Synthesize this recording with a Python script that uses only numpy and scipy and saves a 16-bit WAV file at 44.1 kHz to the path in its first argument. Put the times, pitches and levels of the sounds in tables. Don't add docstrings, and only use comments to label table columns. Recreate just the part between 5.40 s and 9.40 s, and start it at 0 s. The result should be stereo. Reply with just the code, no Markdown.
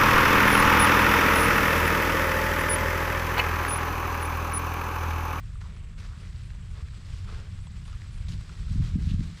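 import sys
import numpy as np
from scipy import signal
from scipy.fft import rfft, irfft
from scipy.io import wavfile

SR = 44100
rng = np.random.default_rng(int(sys.argv[2]) if len(sys.argv) > 2 else 0)


def log_audio(samples):
    frames = np.atleast_2d(samples).T
    limited = np.clip(frames, -1, 1)
    pcm = np.round(limited * 32767).astype(np.int16)
    wavfile.write(sys.argv[1], SR, pcm)


N = 176400
TIME = np.arange(N) / SR
HZ = np.maximum(np.arange(N // 2 + 1) * SR / N, 1)
NEAR_ROW_LEFT_DB, LEAF_FLUTTERS_PER_S = 9.5, 36


def from_db(db):
    return 10 ** (np.asarray(db) / 20)


def unit_rms(x):
    return x / np.sqrt(np.mean(x ** 2) + 1e-20)


def in_time(rows):
    return np.interp(TIME, *np.transpose(rows))


def at_hz(points):
    hz, value = np.transpose(points)
    return np.interp(np.log(HZ), np.log(hz), value)


def band(x, low_hz, high_hz):
    return signal.sosfilt(signal.butter(2, [low_hz, high_hz], "band", fs=SR, output="sos"), x)


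def swell(centre_s, length_s):
    return np.exp(-(2 * (TIME - centre_s) / length_s) ** 2)


def drift(per_s):
    step, settle = 40, 2000
    pole = np.exp(-2 * np.pi * per_s * step / SR)
    noise = rng.standard_normal(N // step + settle + 2)
    slow = signal.lfilter([1], [1, -2 * pole, pole * pole], noise)[settle:]
    return np.interp(np.arange(N) / step, np.arange(len(slow)), unit_rms(slow))


def pan(left_db):
    return unit_rms(from_db([[left_db / 2], [-left_db / 2]]))


def grains(per_s, spread_db, size=N):
    sizes = from_db(spread_db * np.minimum(rng.exponential(1, (2, size)), 5))
    signs = rng.choice([-1, 1], (2, size))
    return unit_rms(sizes * signs * (rng.random((2, size)) < per_s / SR))


def friction(slips_per_s, spread_db, smooth, size=N):
    slips = grains(slips_per_s, spread_db, size)
    return np.sqrt(1 - smooth) * slips + np.sqrt(smooth) * rng.standard_normal((2, size))


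# (frequency [Hz], left over right [dB])
PORT_BALANCE = [(30, 1.8), (50, 6.5), (80, 4.2), (140, 1.1), (260, 1), (500, 2.9), (1200, 6), (2300, 7.5),
                (3500, 9.3), (5000, 1.8), (8000, 1.3), (12000, 3.7)]
# (frequency [Hz], coherence [0-1])
PORT_COHERENCE = [(30, .55), (70, .45), (140, .85), (260, .93), (500, .73), (2000, .7), (4000, .5),
                  (8000, .33), (13000, .42)]
# (frequency [Hz], left lead [rad])
PORT_LEAD = [(30, -3), (65, -1.8), (130, -1.5), (260, -1.5), (600, -.5), (1500, -.7), (2800, -1.1),
             (4600, .9), (6600, 1.3), (9000, 1.9), (13000, 2.6)]
def at_ports(pair, colour):
    shared, other = rfft(pair)
    alike, lean = np.clip(at_hz(PORT_COHERENCE), 0, 1), from_db(at_hz(PORT_BALANCE))
    right = alike * np.exp(-1j * at_hz(PORT_LEAD)) * shared + np.sqrt(1 - alike ** 2) * other
    ports = np.array([lean * shared, right]) * np.sqrt(2 / (1 + lean ** 2))
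    return irfft(ports * unit_rms(from_db(at_hz(colour))), N)


def trill(first_s, per_s, hz, half_width_hz, jitter_s=.003, purity=.35):
    strokes = np.cos(np.pi * per_s * (TIME - first_s + jitter_s * drift(7.1))) ** 4
    scattered = unit_rms(band(rng.standard_normal((2, N)), hz - half_width_hz, hz + half_width_hz))
    phase = 2 * np.pi * np.cumsum(hz + half_width_hz / 4 * drift(27.3)) / SR
    tone = unit_rms(np.sin([phase, phase + np.pi / 2]))
    uneven = from_db(2 * drift(30))
    return unit_rms(strokes * uneven * (np.sqrt(purity) * tone + np.sqrt(1 - purity) * scattered))


# (first pulse [s], pulse rate [1/s], pitch [Hz], half width [Hz],
# level before the swell [dB], left over right [dB])
TRILLERS = [(.038, 17.02, 7885, 130, -72, -2), (.01, 17.7, 8400, 130, -78, 1),
            (.03, 17.3, 7420, 260, -80, -2)]
# (time [s], gain [dB])
CHORUS_SWELL = [(0, -1.5), (1.1, -.5), (1.4, -3), (1.67, 3), (1.83, -5), (2.02, -4), (2.16, 3), (2.7, 0),
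                (3.28, 3), (3.45, -3.5), (4, -2)]
# (time [s], level [dB])
RASP_STROKES = [(.155, -72), (.375, -70), (.82, -70), (1.06, -68), (1.31, -70), (2.24, -67.5), (2.47, -65),
                (2.74, -66.5), (2.79, -69), (2.95, -71), (3.19, -71)]
def insects(teeth_per_s=120):
    trills = sum(from_db(db) * pan(left_db) * trill(s, per_s, hz, half_width)
                 for s, per_s, hz, half_width, db, left_db in TRILLERS)
    teeth = np.sin(np.pi * teeth_per_s * TIME) ** 2
    rasp = unit_rms(teeth * band(rng.standard_normal((2, N)), low_hz=8600, high_hz=9800))
    strokes = sum(from_db(db) * swell(s, length_s=.066) for s, db in RASP_STROKES)
    return from_db(in_time(CHORUS_SWELL)) * trills + rasp * strokes


# (time [s], level [dB])
FIELD_STIR = [(0, -54.5), (.18, -58), (.33, -59), (.51, -59.5), (.8, -54.5), (1.2, -56.5), (1.6, -54),
              (2.2, -55), (2.8, -54.5), (3.2, -52.5), (3.6, -54), (4, -53)]
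# (frequency [Hz], relative density [dB])
FIELD_SPECTRUM = [(150, 11.5), (350, 4.5), (550, 0.5), (700, -2), (880, -1.5), (1100, 3.5), (1500, 3),
                  (2200, 2.5), (3500, 0), (5000, -2.5), (6300, -7), (7500, -3.5), (8700, -7.5),
                  (10000, -14), (11500, -20.5), (13000, -20.5), (15000, -39)]
def far_field(flutter_db=1.5):
    stir_db = in_time(FIELD_STIR)
    slips = friction(slips_per_s=2500, spread_db=1.5, smooth=.8)
    treble = (from_db(stir_db - stir_db.mean()) - 1) * band(slips, low_hz=3000, high_hz=7050)
    level = from_db(stir_db + flutter_db * drift(LEAF_FLUTTERS_PER_S))
    return at_ports(level * (slips + treble), FIELD_SPECTRUM)


def husk_crackle(level_db=-66.5, t60_s=.018):
    out, decay = 0, np.exp(-np.log(1000) / (t60_s * SR))
    for hz in np.geomspace(1300, 4700, num=6):
        touches = np.abs(grains(per_s=31, spread_db=0)[0])
        scratches = signal.lfilter([1], [1, -decay], touches + 1e-18) * rng.standard_normal(N)
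        out = out + unit_rms(band(scratches, hz / 1.09, hz * 1.25)) * pan(NEAR_ROW_LEFT_DB)
    stir_db = in_time(FIELD_STIR)
    return from_db(level_db + stir_db - stir_db.mean()) * unit_rms(out)


# (peak time [s], length [s], pitch [Hz], level [dB])
EDGE_SCRAPES = [(0.259, 0.042, 1110, -55), (0.357, .13, 2500, -62), (0.621, 0.063, 1700, -56),
                (0.734, 0.11, 1250, -56), (0.85, 0.05, 2100, -58), (1.148, 0.017, 800, -57),
                (1.388, 0.069, 465, -64.5), (1.935, 0.067, 1350, -68), (2.932, 0.035, 3470, -51.5),
                (3.48, 0.046, 2900, -59), (3.709, 0.047, 3200, -48)]
def leaf_scrapes(width_octaves=.79):
    out, half_band = 0, 2 ** (width_octaves / 2)
    for s, length, hz, db in EDGE_SCRAPES:
        slips = friction(slips_per_s=1100, spread_db=3.5, smooth=.22)[0]
        scrape = unit_rms(band(slips, hz / half_band, hz * half_band))
        out = out + from_db(db) * swell(s, length) * scrape
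    return pan(NEAR_ROW_LEFT_DB) * out


# (start [s], rise [s], fall [s], level before tilt [dB], tilt [dB/octave])
LEAF_SWISHES = [(0.204, 0.0067, 0.21, -54.5, 0.5), (.27, 0.027, 0.49, -61, -2.5),
                (.565, 0.027, 0.2, -51, 1), (0.681, 0.053, 0.17, -62.5, 3), (.76, 0.062, 0.14, -57.5, -1),
                (.94, 0.046, 0.11, -56.5, 1.5), (1.3, 0.099, 0.044, -53.5, -1.5),
                (1.6, 0.18, 0.1, -55.5, 2.5), (1.821, 0.1, 0.24, -49.5, -1.5),
                (2.428, 0.048, 0.39, -57.5, 1.5), (2.878, 0.0073, 0.1, -49, 4),
                (3.04, 0.039, 0.23, -55.5, 1), (3.249, 0.075, 0.12, -56.5, 4.5),
                (3.38, 0.072, 0.11, -49.5, 1.5), (3.6, 0.03, 0.22, -52.5, 3.5), (3.77, 0.037, 0.23, -58, 3),
                (3.965, 0.011, 0.087, -53.5, 2)]
# (frequency [Hz], relative density [dB])
LEAF_SPECTRUM = [(150, -9.5), (400, 13), (700, 4.5), (880, 7), (1150, 10.5), (2000, 8.5), (3500, 6),
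                 (5000, 4), (6500, -1), (8500, -4.5), (10500, -11.5), (12500, -18), (15000, -28)]
def near_leaves(flutter_db=1, pivot_hz=2500):
    out, t = np.zeros((2, N + SR)), np.arange(SR // 2) / SR
    octaves = np.log2(np.clip(np.fft.rfftfreq(len(t), 1 / SR), 300, 6000) / pivot_hz)
    for s, rise, fall, db, tilt_db in LEAF_SWISHES:
        slips = friction(slips_per_s=2000, spread_db=2.5, smooth=.37, size=len(t))
        tilted = irfft(rfft(slips) * from_db(db + tilt_db * octaves), len(t))
        pressure = np.sin(np.pi / 2 * np.interp(t, [0, rise, rise + fall], [0, 1, 0])) ** 2
        start = int(s * SR)
        out[:, start:start + len(t)] += pressure * tilted
    flutter = from_db(flutter_db * drift(LEAF_FLUTTERS_PER_S))
    return at_ports(out[:, :N] * flutter, LEAF_SPECTRUM)


# (time [s], level [dB], pitch [Hz], t60 [s], snap over knock [dB])
STALK_KNOCKS = [(.155, -42, 1290, 0.019, -21), (.215, -38, 1310, 0.022, -8.5),
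                (0.365, -40.5, 1170, .012, -11.5), (0.603, -48, 2500, 0.0038, 2),
                (.733, -41.5, 1410, 0.023, -20), (.801, -42, 2800, 0.012, -9),
                (0.961, -44, 4270, 0.0083, -9), (1.055, -45.5, 2180, 0.014, -15),
                (1.104, -45, 1380, 0.013, -2.5), (1.134, -43, 1250, 0.013, -13),
                (1.405, -45.5, 1360, 0.022, -19), (1.485, -43, 1470, 0.012, -8),
                (1.886, -40, 1240, 0.039, -16), (2.269, -41.5, 1090, 0.02, -5),
                (2.453, -46, 2900, 0.014, -20), (2.479, -41.5, 1090, 0.031, -9),
                (2.528, -44, 1200, 0.032, -5), (2.618, -37.5, 2030, 0.012, -11),
                (2.884, -45.5, 4340, .045, -2.5), (3.093, -35, 1240, 0.024, -14),
                (3.806, -48, 1900, 0.015, -1), (3.973, -45, 1900, 0.019, -5)]
def stalk_ticks(width_octaves=.3, crack_db=12):
    out, t = np.zeros(N + SR), np.arange(SR // 10) / SR
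    half_band = 2 ** (width_octaves / 2)
    crack = from_db(crack_db) * (t == 0)
    for s, db, hz, t60, snap_db in STALK_KNOCKS:
        crunch, fibres = rng.standard_normal((2, len(t)))
        knock = unit_rms(band(crunch, hz / half_band, hz * half_band))
        snap = unit_rms(band(fibres + crack, low_hz=484, high_hz=4730))
        envelope = from_db(db) * np.exp(-np.log(1000) * t / t60)
        start = int(s * SR)
        out[start:start + len(t)] += envelope * (knock + from_db(snap_db) * snap)
    return pan(NEAR_ROW_LEFT_DB) * band(out[:N], low_hz=300, high_hz=7500)


# (time [s], level before gain [dB])
RUMBLE_LEVEL = [(0, -42.5), (.3, -41), (.65, -44.5), (.9, -43), (1.03, -41), (1.15, -43.5), (1.45, -39.5),
                (1.6, -45), (1.83, -37), (2.05, -42), (2.6, -44), (2.97, -35), (3.13, -45.5), (3.38, -27),
                (3.5, -36.5), (3.75, -31), (3.89, -39), (4, -50.5)]
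# (frequency [Hz], relative density [dB])
RUMBLE_SPECTRUM = [(15, -17), (28, 4), (48, -0.5), (65, -1.5), (85, -1.5), (120, -7), (160, -17.5),
                   (220, -44), (300, -55), (600, -100)]
# (time [s], level before gain [dB])
BUFFET_LEVEL = [(0, -58.5), (.6, -55.5), (1.2, -59), (1.9, -58.5), (2.84, -57.5), (2.94, -44),
                (3.08, -59.5), (3.25, -59), (3.36, -43.5), (3.47, -48), (3.6, -40), (3.85, -45), (4, -55)]
# (frequency [Hz], relative density [dB])
BUFFET_SPECTRUM = [(60, -27), (110, -20), (160, 2.5), (205, -5), (250, -20.5), (310, -23), (400, -31),
                   (600, -49), (1500, -68)]
def microphone_wind(rumble_gain_db=9.5, buffet_gain_db=8.5, flutter_db=.76, rough_db=2):
    flutter = unit_rms(from_db(flutter_db * drift(per_s=15)))
    rumble = flutter * at_ports(rng.standard_normal((2, N)), RUMBLE_SPECTRUM)
    lumps = unit_rms(from_db(rough_db * drift(per_s=22)))
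    buffets = at_ports(lumps * rng.standard_normal((2, N)), BUFFET_SPECTRUM)
    return (from_db(rumble_gain_db + in_time(RUMBLE_LEVEL)) * rumble
            + from_db(buffet_gain_db + in_time(BUFFET_LEVEL)) * buffets)


# (time [s], peak level [dB], pitch [Hz])
EDDY_STRIKES = [(2.903, -29, 89), (3.309, -22.5, 115), (3.355, -21.5, 167), (3.397, -16, 108),
                (3.405, -21, 146), (3.554, -17.5, 190), (3.58, -21, 155), (3.669, -18.5, 127.5),
                (3.711, -20.5, 148), (3.738, -19, 150), (3.789, -18.5, 142), (3.805, -27, 252)]
def eddies(width_octaves=.89, top_hz=283, lag_s=.0008):
    out, half_band = 0, 2 ** (width_octaves / 2)
    dull = signal.butter(4, top_hz, fs=SR, output="sos")
    for s, db, hz in EDDY_STRIKES:
        push = (np.arange(N) == int(s * SR)) + 1e-18
        thump = signal.sosfilt(dull, band(push, hz / half_band, hz * half_band))
        out = out + from_db(db) * thump / np.abs(thump).max()
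    delayed = np.interp(TIME - lag_s, TIME, out)
    return pan(left_db=2) * np.array([delayed, out])


def scene():
    air = microphone_wind() + eddies()
    corn = far_field() + near_leaves() + leaf_scrapes() + stalk_ticks() + husk_crackle()
    return air + corn + insects()


def record(dry, cutoff_hz=14800, fade_in_s=.003):
    low_pass = signal.ellip(10, .1, 80, cutoff_hz, fs=SR, output="sos")
    return signal.sosfilt(low_pass, dry * np.minimum(TIME / fade_in_s, 1))


dry = scene()
out = record(dry)
log_audio(out)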